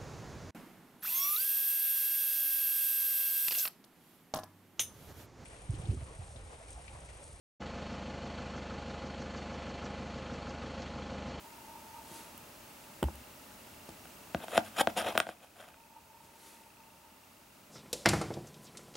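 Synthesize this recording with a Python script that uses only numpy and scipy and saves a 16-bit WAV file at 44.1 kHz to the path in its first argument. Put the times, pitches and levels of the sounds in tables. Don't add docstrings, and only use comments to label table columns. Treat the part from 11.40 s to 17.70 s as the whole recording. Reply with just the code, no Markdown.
import sys
import numpy as np
from scipy import signal
from scipy.fft import rfft, irfft
from scipy.io import wavfile
from scipy.ndimage import uniform_filter1d, minimum_filter1d

SR = 44100
rng = np.random.default_rng(int(sys.argv[2]) if len(sys.argv) > 2 else 0)


def bounce(signal):
    frames = np.transpose(np.atleast_2d(signal))
    limited = np.clip(frames, -1, 1)
    pcm = np.round(limited * 32767).astype(np.int16)
    wavfile.write(sys.argv[1], SR, pcm)


N = 277830
TIME = np.arange(N) / SR
BIN_HZ = np.arange(N // 2 + 1) * SR / N

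# frequency in Hz, width in Hz, gain in dB.
BOARD_MODES = [(97, 47, 7), (227, 62, 16), (313, 28, 15.5), (450, 26, 1), (554, 136, 17),
               (669.6, 76.5, 23.5), (726, 16, 14), (1266, 104, 11.5), (1460, 270, 18), (1900, 416, 10),
               (2400, 610, 11.5), (3020, 190, 7.5), (4800, 1060, 7), (6740, 650, 4.5), (8780, 1550, 2),
               (13700, 2100, -42)]
# time in seconds, strength in dB, weight behind the blow in dB,
# hardness in dB per octave.
BOARD_KNOCKS = [(2.492, -33, -7, 3.5), (2.6550, -31, 1, -2.5), (2.9470, -11, 5.5, -10),
                (3.0827, -21.5, 2, -4), (3.1777, -0.5, 5.5, -2), (3.3967, -13, -14, -2.5),
                (3.4726, -5, 6.5, -7.5), (3.5660, -23.5, 13, -2), (3.7530, -20.5, 14.5, -23),
                (3.7580, -19, 3, -22), (3.7770, 10.5, -6.5, -4), (3.8018, 8.5, -10, -3),
                (3.8687, -16, 8.5, -12), (3.8905, -12, 6.5, -28), (4.21, -39, -10, 7), (4.2870, -27, -2, 1),
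                (4.3430, -25, -12, -7.5)]
# time of the height in seconds, level in dB,
# rise in seconds, fall in seconds, brightness in dB per octave.
RIM_STROKES = [(3.04, -43, 0.021, 0.0055, -2), (3.173, -31, 0.023, 0.0097, -1),
               (3.262, -49, 0.019, 0.019, 2.5), (3.415, -21, 0.013, 0.0019, 1),
               (3.5, -44.5, .008, 0.0057, 0.5), (3.578, -25.5, 0.0047, 0.018, 0),
               (3.682, -32, 0.022, 0.019, -2.5), (3.755, -37, 0.0031, 0.0055, -2),
               (3.791, -31, 0.0073, 0.018, -1), (3.897, -43.5, 0.044, 0.021, 0.5),
               (4.035, -49.5, 0.016, 0.019, 0), (4.205, -45, 0.024, 0.045, 0)]
# frequency in Hz, time to die by 60 dB in seconds.
COIN_MODES = [(8640, 0.11), (8885, 0.11), (14960, 0.081)]
# time in seconds, level in dB of each of the three modes.
COIN_CHIMES = [(3.776, -32.5, -35, -27), (3.8018, -41, -48, -50)]
# time of the height in seconds, level in dB, rise in seconds, fall in seconds.
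HAND_BRUSHES = [(.77, -52, 0.07, 0.063), (3.105, -53.5, 0.014, 0.018), (4.849, -57.5, 0.026, 0.029),
                (5.07, -50.5, 0.067, 0.09)]
# frequency in Hz, relative density in dB per Hz.
BRUSH_SPECTRUM = [(60, -7), (300, 13), (900, 1), (1700, 4.5), (3500, 3.5), (6000, 2), (11000, 4),
                  (16000, -11)]
# time in seconds, strength in dB, centre of the push's spectrum in Hz.
LOW_PUSHES = [(0.714, -22, 300), (1.627, 2, 435), (1.638, -5, 450), (1.639, -0.5, 60), (1.6842, -10, 750),
              (2.489, -16.5, 453), (2.9470, -6, 265.5), (4.838, -28, 105)]
# frequency in Hz, width in Hz of each of two passes, gain in dB.
SUPPORT_MODES = [(67.4, 29.6, 33.1), (133, 103, 25.2), (178, 136, 22.8), (321, 54, 22.7), (402, 310, 8.9),
                 (826, 260, 15), (1340, 410, 2)]
# time in seconds, strength in dB, brightness in dB per octave.
CASE_TICKS = [(0.978, -18.5, 6.5), (1.6287, -1, -3), (1.64, -12, -2), (1.755, -20, 4)]
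# frequency in Hz, half the width in Hz of each of two passes, gain in dB.
CASE_MODES = [(1420, 330, -1), (1830, 280, -4), (2850, 190, 6.5), (8560, 350, 2.5), (12600, 3700, -6.5)]
# start in seconds, length in seconds, level in dB, dying away in dB per second.
FOCUS_DRIVES = [(0.053, 0.76, -58, 53), (4.263, 1.36, -59, 30)]
# frequency in Hz, half the width in Hz of each of two passes, relative gain in dB.
LENS_RESONANCES = [(903.7, 29, -0.5), (1247, 41, -20)]
# time in seconds, pitch in Hz, mean rms level in dB at the pip's height.
PIP_DRIFT = [(0, 2687, -63), (2.5, 2783, -58.5), (4.0, 2524, -53), (5.05, 2610, -58.5), (5.33, 2615, -53),
             (5.6, 2727, -57), (6.3, 2740, -60)]
# frequency in Hz, time to die by 60 dB in seconds.
ROOM_DECAY = [(100, 0.38), (700, 0.19), (3000, 0.13), (14000, 0.11)]
# frequency in Hz, relative density in dB per Hz.
HISS_SPECTRUM = [(15, -38), (25, -17.5), (76, -1.5), (148, -5), (228, 0), (500, -8.5), (604, -2.5),
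                 (749, -9), (857, -3.5), (1090, -10), (1220, -7.5), (1640, -13), (2730, -12.5), (3390, -16),
                 (15800, -18)]
# frequency in Hz, side minus mid in dB.
HISS_WIDTH = [(60, -45), (110, -20), (200, -18), (380, -9), (700, -5.5), (1290, -3), (2380, -4),
              (4400, -4.5), (8120, -8), (15000, -10)]

STROKE_CURVE, BRUSH_CURVE = 1.29, 1.4
SURGE_CURVE = 0.78


def knocks(body_hz=1000, edge_hz=1500):
    times, strength_db, weight_db, hardness = np.transpose(BOARD_KNOCKS)
    out = np.zeros(N)
    for hz, width, gain_db in BOARD_MODES:
        low = 1 / (1 + (hz / body_hz) ** 4)
        octaves_up = max(0, np.log2(hz / edge_hz))
        blow_db = strength_db + gain_db + weight_db * low + hardness * octaves_up
        out += sheet_mode(clicks(times, blow_db), hz, width)
    return out


def sheet_mode(x, hz, width):
    return resonate(resonate(x, hz, 1.2 * hz), hz, width)


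def coin():
    times, *strengths = np.transpose(COIN_CHIMES)
    return sum(ring(clicks(times, db), hz, t60) for db, (hz, t60) in zip(strengths, COIN_MODES))


def scrapes(slips_per_s=3000, spread_db=3.0, pivot_hz=1200, shift_db=2.0, shift_s=0.0083, damping=1.46,
            fibre_db=-10, fibre_band_hz=(8300, 13500), grip_db=1.27, grip_s=0.0055):
    sizes = from_db(spread_db * np.minimum(rng.exponential(1, N), 3)) * rng.choice([-1, 1], N)
    slips = sizes * (rng.random(N) < slips_per_s / SR)

    powers = [swell(*stroke[:4], STROKE_CURVE) for stroke in RIM_STROKES]
    pressure = sum(powers) + 1e-12
    bright = sum(power * stroke[4] for power, stroke in zip(powers, RIM_STROKES)) / pressure

    plain, tilted = 0, 0
    for hz, width, gain_db in BOARD_MODES:
        contact = from_db(gain_db + shift_db * wander(shift_s))
        mode = contact * sheet_mode(slips, hz, damping * width)
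        plain = plain + mode
        tilted = tilted + mode * from_db(bright * np.clip(np.log2(hz / pivot_hz), -1, 2))

    fibres = signal.butter(2, fibre_band_hz, "band", fs=SR, output="sos")
    rustle = from_db(fibre_db + 2 * bright) * signal.sosfilt(fibres, slips * rng.choice([-1, 1], N))
    grip = from_db(grip_db * wander(grip_s))
    return np.sqrt(pressure) * grip * (tilted + rustle) / np.std(plain)


def brushes():
    skin = rms_one(coloured(at_hz(BRUSH_SPECTRUM, BIN_HZ)))
    return np.sqrt(sum(swell(*brush, BRUSH_CURVE) for brush in HAND_BRUSHES)) * skin


def support_thuds():
    pushes = sum(resonate(clicks([s], db), hz, hz) for s, db, hz in LOW_PUSHES)
    return -sum(from_db(db) * resonate_twice(pushes, hz, width) for hz, width, db in SUPPORT_MODES)


def case_ticks(tick_s=0.001, tick_db=-16, pivot_hz=5000):
    times, strength_db, bright = np.transpose(CASE_TICKS)
    grain, case = rng.standard_normal(N), 0
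    for hz, width, db in CASE_MODES:
        hits = clicks(times, strength_db + db + bright * np.log2(hz / pivot_hz))
        decay = signal.lfilter([1], [1, -np.exp(-1 / (tick_s * SR))], hits + 1e-18)
        case = case + resonate_twice(decay * grain, hz, 2 * width)
    return from_db(tick_db) * case


def lens_drive(idle_db=-78):
    effort = np.sqrt(from_db(idle_db) ** 2 + sum(focus_run(*run) for run in FOCUS_DRIVES))
    jitter = rng.standard_normal(N)
    song = sum(from_db(db) * resonate_twice(jitter, hz, 2 * width) for hz, width, db in LENS_RESONANCES)
    return effort * rms_one(song)


def focus_run(start, length, db, dying_db_per_s, attack_db_per_s=400,
              first_surge_s=0.311, surge_gap_s=0.2, surge_width_s=0.018, surge_db=11):
    t = TIME - start
    hold_db = db + np.minimum(0, np.minimum(attack_db_per_s * t, dying_db_per_s * (length - t)))
    power = from_db(hold_db) ** 2
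    for k in range(2):
        height_s = start + first_surge_s + k * surge_gap_s
        power = power + swell(height_s, db + surge_db, surge_width_s, surge_width_s, SURGE_CURVE)
    return power


def camera_electronics(frame_hz=30.02, first_pip_s=0.008, pip_s=0.0012, uneven_db=2.0,
                       whine_hz=15734, whine_db=-73):
    times, pitch_hz, level_db = np.transpose(PIP_DRIFT)
    pip_hz, pip_db = np.interp(TIME, times, pitch_hz), np.interp(TIME, times, level_db)
    frames = (TIME - first_pip_s) * frame_hz
    frame = np.round(frames).astype(int)
    count = frame.max() + 1
    gate = np.exp(-.5 * ((frames - frame) / frame_hz / pip_s) ** 2)
    phase = 2 * np.pi * (np.cumsum(pip_hz) / SR + rng.random(count)[frame])
    level = from_db(pip_db + uneven_db * rng.standard_normal(count)[frame])
    whine = from_db(whine_db) * np.sin(2 * np.pi * whine_hz * TIME)
    return np.sqrt(2) * (gate * level * np.sin(phase) + whine)


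def room(x, near_db=-17, near_s=0.0026, far_db=-19, build_s=0.0034, side_db=1, apart_hz=900):
    t = TIME[:SR // 2]
    edges = np.geomspace(60, 17000, 9)
    tail = 0
    for low, high in zip(edges, edges[1:]):
        band_filter = signal.butter(2, [low, high], "band", fs=SR, output="sos")
        band = signal.sosfilt(band_filter, rng.standard_normal((2, len(t))))
        tail = tail + band * np.exp(-np.log(1000) * t / at_hz(ROOM_DECAY, np.sqrt(low * high)))
    tail = tail * (1 - np.exp(-t / build_s))
    near = rng.standard_normal((2, len(t))) * t * np.exp(-2 * t / near_s)
    response = (from_db(near_db) * rms_one(near) + from_db(far_db) * rms_one(tail)) / np.sqrt(len(t))
    mid, side = signal.fftconvolve(x[None], response, axes=1)[:, :N]
    side = signal.sosfilt(signal.butter(1, apart_hz, "high", fs=SR, output="sos"), side)
    return mid + from_db(side_db) * side * [[1], [-1]]


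def hiss(mid_db=-53.5):
    spectrum_db = at_hz(HISS_SPECTRUM, BIN_HZ)
    mid = coloured(spectrum_db)
    side = coloured(spectrum_db + at_hz(HISS_WIDTH, BIN_HZ))
    return from_db(mid_db) * (mid + side * [[1], [-1]]) / np.std(mid)


def swell(s, db, rise, fall, curve):
    away = np.maximum((s - TIME) / rise, (TIME - s) / fall)
    return from_db(db) ** 2 * np.exp(-np.minimum(away ** curve, 50))


def wander(span_s):
    size = max(int(span_s * SR), 1)
    return rms_one(uniform_filter1d(uniform_filter1d(rng.standard_normal(N), size), size))


def clicks(times, db):
    out = np.zeros(N)
    out[np.round(np.asarray(times) * SR).astype(int)] = from_db(db)
    return out


def resonate(x, hz, width):
    r = np.exp(-np.pi * width / SR)
    feedback = [1, -2 * r * np.cos(2 * np.pi * hz / SR), r * r]
    return signal.lfilter(np.array([1, 0, -1]) * (1 - r * r) / 2, feedback, x + 1e-18)


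def resonate_twice(x, hz, width):
    return resonate(resonate(x, hz, width), hz, width)


def ring(x, hz, t60):
    r, w = np.exp(-np.log(1000) / (t60 * SR)), 2 * np.pi * hz / SR
    return signal.lfilter([0, np.sin(w)], [1, -2 * r * np.cos(w), r * r], x + 1e-18)


def coloured(gain_db):
    return irfft(rfft(rng.standard_normal(N)) * from_db(gain_db), N)


def at_hz(points, hz):
    f, value = np.transpose(points)
    return np.interp(np.log(hz + 1), np.log(f), value)


def from_db(db):
    return 10 ** (np.asarray(db) / 20)


def rms_one(x):
    return x / np.sqrt(np.mean(x ** 2) + 1e-20)


def scene(pan_db=0.55):
    handling = knocks() + coin() + scrapes() + brushes()
    thuds_and_ticks = support_thuds() + case_ticks()
    direct = handling * from_db([[pan_db], [-pan_db]]) + thuds_and_ticks
    camera = lens_drive() + camera_electronics()
    return direct + camera + room(handling + thuds_and_ticks) + hiss()


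def limiter(x, ceiling_db=-11, release_db_per_s=0.96):
    middle_band = signal.butter(2, [1300, 6000], "band", fs=SR, output="sos")
    sensed = signal.sosfilt(middle_band, x.mean(axis=0))
    over_db = np.maximum(20 * np.log10(np.abs(sensed) + 1e-9) - ceiling_db, 0)
    released_db = release_db_per_s * TIME
    held_db = np.maximum.accumulate(over_db + released_db) - released_db
    gain_db = uniform_filter1d(minimum_filter1d(-held_db, size=129), size=65)
    return x * from_db(gain_db)


def record(dry, cutoff_hz=16000):
    top_cut = signal.ellip(12, .1, 70, cutoff_hz, fs=SR, output="sos")
    return signal.sosfilt(top_cut, limiter(dry))


dry = scene()
out = record(dry)
bounce(out)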